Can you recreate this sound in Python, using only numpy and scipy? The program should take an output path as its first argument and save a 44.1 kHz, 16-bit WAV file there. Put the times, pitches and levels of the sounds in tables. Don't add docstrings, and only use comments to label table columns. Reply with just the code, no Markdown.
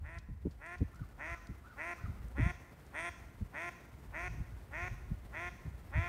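import sys
import numpy as np
from scipy import signal
from scipy.fft import rfft, irfft
from scipy.io import wavfile
from scipy.ndimage import uniform_filter1d

SR = 44100
rng = np.random.default_rng(int(sys.argv[2]) if len(sys.argv) > 2 else 0)


def wrap_up_sound(samples):
    columns = np.atleast_2d(samples).T
    tamed = np.clip(columns, -1, 1)
    steps = np.round(tamed * 32767).astype(np.int16)
    wavfile.write(sys.argv[1], SR, steps)


N = 268348

# (time [s], level [dB], length [s], upper corner [Hz])
BUFFETS = [(.005, -42.5, 0.039, 103.5), (0.151, -51, 0.034, 90), (0.283, -45, .012, 222),
           (0.309, -45, 0.054, 95), (.451, -34, 0.021, 323), (0.804, -31, 0.022, 280),
           (1.004, -38.5, 0.021, 160), (1.31, -45, 0.017, 96), (1.485, -43.5, 0.028, 196),
           (2.026, -40, 0.025, 100), (2.077, -41, 0.028, 170), (2.378, -36, 0.021, 315),
           (2.401, -25.5, 0.022, 102), (2.453, -29, .014, 133), (3.407, -37.5, 0.021, 170),
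           (3.925, -52, 0.015, 90), (4.251, -47, 0.1, 116), (4.518, -46, .025, 90),
           (4.815, -41, 0.025, 85.5), (4.905, -38, 0.02, 90), (5.102, -35, 0.02, 166),
           (5.649, -42, 0.028, 174), (5.947, -33.5, 0.033, 122), (5.983, -28, 0.014, 97)]
RELEASE = 0.02


def quack(start, end, first_db, last_db, top_hz, climb, offbeat, opening, *lifts_db,
          waver=.006, jitter=.008, shimmer_db=1.3, mouth_db=6.5, mouth_width_hz=300,
          shut_db=-12, parting_s=.075, air=.045, size=10240):
    t, hz = np.arange(size) / SR, np.fft.rfftfreq(size, 1 / SR)
    length = end - start
    drift = 1 + waver * flutter(size)
    cycles = np.cumsum(top_hz * drift * quack_pitch(t / length, climb)) / SR
    count = np.arange(68)
    weak = count % 2
    slip, wobble, scatter = rng.uniform(-1.0, 1, (3, len(count)))
    at = np.interp(count // 2 + .51 * weak + jitter * (1 + 3 * weak) * slip, cycles, t)
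    effort_db, sharp_db, offbeat_gain, dull_db, mouth_hz = quack_gesture(at / length)
    force = amp(effort_db + (last_db - first_db) * at / length + shimmer_db * wobble)
    force *= np.where(weak, offbeat * offbeat_gain, 1)
    force *= np.clip(np.minimum(at, length - at) / 0.0026, 0, 1)
    upper = 1 / (1 + (1500 / (hz + 1)) ** 6)
    colour_db = (dull_db * weak + shimmer_db * scatter)[:, None] * upper
    colour_db += sharp_db[:, None] * upper / (1 + (hz / 3000) ** 4)
    colour_db += shut_db * np.clip(1 - at / parting_s, 0, 1)[:, None] / (1 + (2800 / (hz + 1)) ** 6)
    colour_db += mouth_db / (1 + ((hz - opening * mouth_hz[:, None]) / mouth_width_hz) ** 2)
    delays = np.exp(-2j * np.pi * at[:, None] * hz)
    pulses = irfft((force[:, None] * amp(colour_db) * delays).sum(0))
    puff_power = signal.lfilter([1], [1, -np.exp(-1 / (0.0013 * SR))], pulses ** 2)
    puffs = np.sqrt(puff_power) * rng.standard_normal(size)
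    drive = rfft(unit(pulses)) + air * (1 + hz / 800) * rfft(unit(puffs))
    voice = irfft(drive * throat_and_bill(hz, lifts_db))
    return amp((first_db + last_db) / 2) * unit(voice) * np.sqrt(length * SR / size)


def quack_pitch(u, climb, first=.71, plateau=.84, curve=1.9, sag=0.079):
    u = np.clip(u, 0, 1)
    below = (1 - first) * np.maximum(1 - u ** (1 / climb) / plateau, 0) ** curve
    return 1 - below - sag * np.maximum(1 - (1 - u) / RELEASE, 0)


def quack_gesture(u, attack=0.17, attack_db=-17, swell_db=4, release_db=-4,
                  soft_db=-12, rasp_db=5.5, shut_hz=680, open_hz=2074):
    u = np.clip(u, 0, 1)
    shut = np.exp(-(u / 0.15) ** 1.73)
    rasp = np.exp(-((u - 0.33) / 0.13) ** 2)
    effort_db = attack_db * np.maximum(1 - u / attack, 0) + swell_db * (u - .5)
    effort_db += release_db * np.maximum(1 - (1 - u) / RELEASE, 0)
    sharp_db = soft_db * shut - 0.1 * (1 - shut) + rasp_db * rasp
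    offbeat_gain = 0.85 - 0.19 * u
    offbeat_dull_db = -3.5 - 6.5 * rasp
    mouth_hz = open_hz + (shut_hz - open_hz) * shut
    return effort_db, sharp_db, offbeat_gain, offbeat_dull_db, mouth_hz


def throat_and_bill(hz, lifts_db, smear_s=.002):
    # (frequency [Hz], gain [dB])
    throat = [(150, -19.5), (340, -8.5), (510, -7.5), (700, -1), (870, -6), (1050, -1.5), (1220, -13.5),
              (1400, -0.5), (1610, -7.5), (1890, 1.5), (2200, -6.5), (2520, -4.5), (2950, -24),
              (4200, -34.5), (7500, -37.5), (15500, -49.5)]
    # (centre [Hz], width [Hz], gain [dB])
    bill_modes = [(3370, 460, -17.5), (6040, 1300, -27.5), (8930, 1470, -29.5)]
    bill = sum(amp(db + lift) / (1 + (2 * (hz - centre) / width) ** 4)
               for (centre, width, db), lift in zip(bill_modes, lifts_db))
    tract_db = 20 * np.log10(amp(read(throat, hz)) + bill)
    delay_s = smear_s / (1 + (hz / 1450) ** 8)
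    return np.exp(-2j * np.pi * np.cumsum(delay_s) * hz[1]) * causal(tract_db)


def caw(start, end, db, top_hz, arch=.24, overtone_db=-25, dip_db=-9, dip_width=0.16):
    u = np.linspace(-1, 1, round((end - start) * SR))
    waver, swell, rasp = (flutter(SR, smooth=220)[:len(u)] for _ in range(3))
    pitch_hz = top_hz * (1 - arch * u ** 2) * (1 + 0.028 * waver)
    phase = 2 * np.pi * np.cumsum(pitch_hz) / SR
    tone = (1 + swell) * np.sin(phase) + rasp * np.cos(phase) + amp(overtone_db) * np.sin(2 * phase)
    falter_db = dip_db * np.exp(-(u / dip_width) ** 2)
    return amp(db + falter_db) * unit(tone * signal.windows.tukey(len(u), .25))


def trees(x, gap_s=0.0037, build_s=0.0062, taps_per_s=1500):
    # (frequency [Hz], gain [dB])
    colour = [(300, -8), (700, -17.5), (1300, -10.5), (2000, -14), (3300, -5), (4500, 2.5), (6000, 0),
              (7500, -1.5), (9000, -16), (14000, 4)]
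    # (frequency [Hz], time to fall 60 dB [s])
    tail = [(300, 1.6), (1000, 1.43), (2000, 1.04), (3300, 0.53), (6000, 0.77), (12000, 0.69)]
    t = np.arange(SR) / SR
    taps = rng.standard_normal(SR) * (rng.random(SR) < taps_per_s / SR)
    taps *= np.clip((t - gap_s) / build_s, 0, 1)
    hz, when, bands = signal.stft(unit(taps), SR, nperseg=256)
    t60 = read(tail, hz)[:, None]
    decay = amp(read(colour, hz)[:, None] - 60 * when / t60)
    decay *= np.sqrt(np.log(1e6) / (t60 * SR))
    response = signal.istft(bands * decay, SR, nperseg=256)[1]
    return signal.fftconvolve(x, response)[:N]


def wind(rumble_db=0.5, lumps_db=3, wake_db=-5, lead_s=0.019, wake_s=0.031):
    # (frequency [Hz], level [dB])
    rumble = [(20, -44), (31, -16), (45, 0.5), (60, 4.5), (85, -5.5), (125, -9.5), (180, -21), (260, -27),
              (400, -52), (800, -56), (2000, -74)]
    # (time [s], level [dB])
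    breeze = [(0, -52.5), (.4, -49), (.66, -59.5), (1.4, -56), (1.97, -59.5), (2.12, -47), (2.36, -47),
              (2.72, -65.5), (3.25, -55), (3.65, -71), (4.05, -54), (4.36, -45), (4.66, -56), (5.0, -48.5),
              (5.55, -56), (6.08, -46.5)]
    t = np.arange(N) / SR
    eddies = noise(rumble)
    eddies /= np.sqrt(uniform_filter1d(eddies ** 2, size=2200) + 1e-6)
    lump_band = signal.butter(2, [5, 14], "band", fs=SR, output="sos")
    lumps = unit(signal.sosfilt(lump_band, rng.standard_normal(N)))
    power = amp(np.interp(t, *np.transpose(breeze)) + lumps_db * lumps) ** 2
    for start, db, length, _ in BUFFETS:
        before = np.maximum(start + length / 2 - t, 0)
        after = np.maximum(t - start - length, 0)
        power += (amp(db + wake_db) * np.exp(-before / lead_s - after / wake_s)) ** 2
    return amp(rumble_db) * np.sqrt(power) * eddies


def buffet(db, length, corner_hz, low_hz=55, rise_s=0.004, fall_s=0.0057, size=8192):
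    t = np.arange(size) / SR
    envelope = np.minimum(t / rise_s, 1) * np.exp(-np.maximum(t - length, 0) / fall_s)
    push = rng.standard_normal(size) * envelope
    burst = signal.sosfilt(signal.butter(4, corner_hz, fs=SR, output="sos"), push)
    burst = signal.sosfilt(signal.butter(3, low_hz, "high", fs=SR, output="sos"), burst)
    return amp(db) * unit(burst) * np.sqrt(length * SR / size)


def twig(db, decay_s, centre_hz, spread=1.56, size=4096):
    band = signal.butter(2, [centre_hz / spread, centre_hz * spread], "band", fs=SR, output="sos")
    crack = unit(signal.sosfilt(band, rng.standard_normal(size)))
    return amp(db) * crack * np.exp(-np.arange(size) / SR / decay_s)


def creek(ripple_db=1.38):
    # (frequency [Hz], level [dB])
    wash = [(20, -23), (60, 8), (150, 2), (300, -4), (500, -8), (900, -11.5), (1400, -15), (2000, -16.5),
            (2800, -23), (4000, -27), (6500, -30.5), (9500, -29), (10400, -33.5), (11500, -30),
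            (15500, -31.5)]
    # (time [s], level [dB])
    swell = [(0, -64), (.35, -66), (.5, -62), (.9, -60.5), (1.3, -60), (2, -57.5), (3.3, -58), (4.5, -57),
             (6.08, -57)]
    level_db = np.interp(np.arange(N) / SR, *np.transpose(swell)) + ripple_db * flutter(N)
    return noise(wash) * amp(level_db)


def amp(db):
    return 10 ** (np.asarray(db) / 20)


def unit(x):
    return x / np.sqrt(np.mean(x ** 2) + 1e-20)


def flutter(size, smooth=900):
    return unit(uniform_filter1d(rng.standard_normal(size), size=smooth))


def read(points, hz):
    f, value = np.transpose(points)
    return np.interp(np.log(hz + 1), np.log(f), value)


def noise(points):
    gain = amp(read(points, np.fft.rfftfreq(N, 1 / SR)))
    return unit(irfft(rfft(rng.standard_normal(N)) * gain, N))


def causal(db):
    log_gain = np.log(amp(np.r_[db, db[-2:0:-1]]))
    return np.exp(np.conj(signal.hilbert(log_gain)))[:len(db)]


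def add(mix, start, sound):
    part = mix[max(round(start * SR), 0):][:len(sound)]
    part += sound[:len(part)]


def scene(crow_echo_db=6):
    # (start [s], end [s], first level [dB], last level [dB], top pitch [Hz],
    # climb speed [factor], off-beat strength [0-1], mouth resonance [factor],
    # lift of the low, middle and high bill resonance [dB each])
    quacks = [ (0.02, 0.182, -54, -53, 168.4, 1.23, 1, 0.92, -8, -8, -0.5),
              (0.586, 0.759, -50, -48, 177, 1.08, 1, 0.88, -11, -4.5, 0),
              (1.173, 1.350, -43.5, -46.5, 170.7, 1.04, 0.91, 1, -10, 0.5, -5),
              (1.756, 1.937, -42.5, -44, 176, 1.02, 0.96, 1.03, -26, -2, -1.5),
              (2.346, 2.515, -42, -45, 177.8, 0.87, 1, 1.02, -1, 0.5, 0.5),
              (2.921, 3.094, -40.5, -43.5, 173.1, 1.19, 0.87, 1.03, 2.5, 3, 9.5),
              (3.521, 3.695, -42, -44.5, 174.8, 1.01, 0.99, 1.05, -3.5, 0.5, 0),
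              (4.116, 4.282, -42, -45, 179.6, 1.04, 1, 1.06, -10, 2.5, -3),
              (4.705, 4.884, -42, -44.5, 180.7, 1.03, 1, 1.04, -9, 1.5, -12),
              (5.312, 5.491, -43, -44.5, 177, 1.09, 0.9, 1.03, -2, 0, -7),
              (5.91, 6.085, -40.5, -44, 175.5, 1.13, 0.93, 1.06, -0.5, -5, -14)]
    # (start [s], end [s], level [dB], top of the main partial [Hz])
    caws = [(0.917, 1.051, -62.5, 1413), (1.292, 1.392, -58, 1445), (1.636, 1.756, -60, 1460),
            (1.973, 2.077, -59, 1446)]
    # (time [s], level [dB], decay [s], centre [Hz])
    cracks = [(.144, -66, .002, 5000), (0.185, -52.5, 0.0048, 3900), (.51, -67.5, .015, 4280),
              (.662, -63, 0.006, 6140), (.783, -64, .006, 3800), (.946, -67, .003, 7000),
              (0.957, -67.5, 0.0091, 6000), (1.089, -65, .002, 7360), (1.471, -51.5, 0.0013, 4280),
              (1.5824, -67, .002, 10000), (2.2838, -63, 0.0024, 7000), (2.866, -61, 0.0017, 6050),
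              (3.2023, -64, 0.0018, 6500), (3.69, -59, .003, 11000)]
    duck, crow, near = np.zeros((3, N))
    for row in quacks:
        add(duck, row[0], quack(*row))
    for row in caws:
        add(crow, row[0], caw(*row))
    for start, *row in BUFFETS:
        add(near, start, buffet(*row))
    for start, *row in cracks:
        add(near, start, twig(*row))
    birds = duck + crow + trees(duck + amp(crow_echo_db) * crow)
    return (birds + near + wind() + creek())[None]


def record(dry, low_cut_hz=32, edge_hz=15720):
    hz = np.fft.rfftfreq(2 * N, 1 / SR)
    cut = irfft(rfft(dry, 2 * N) / np.sqrt(1 + (low_cut_hz / (hz + 1)) ** 6))[:, :N]
    lowpass = signal.firwin(511, edge_hz, window=("kaiser", 9), fs=SR)
    return signal.oaconvolve(cut, lowpass[None], "same")


dry = scene()
out = record(dry)
wrap_up_sound(out)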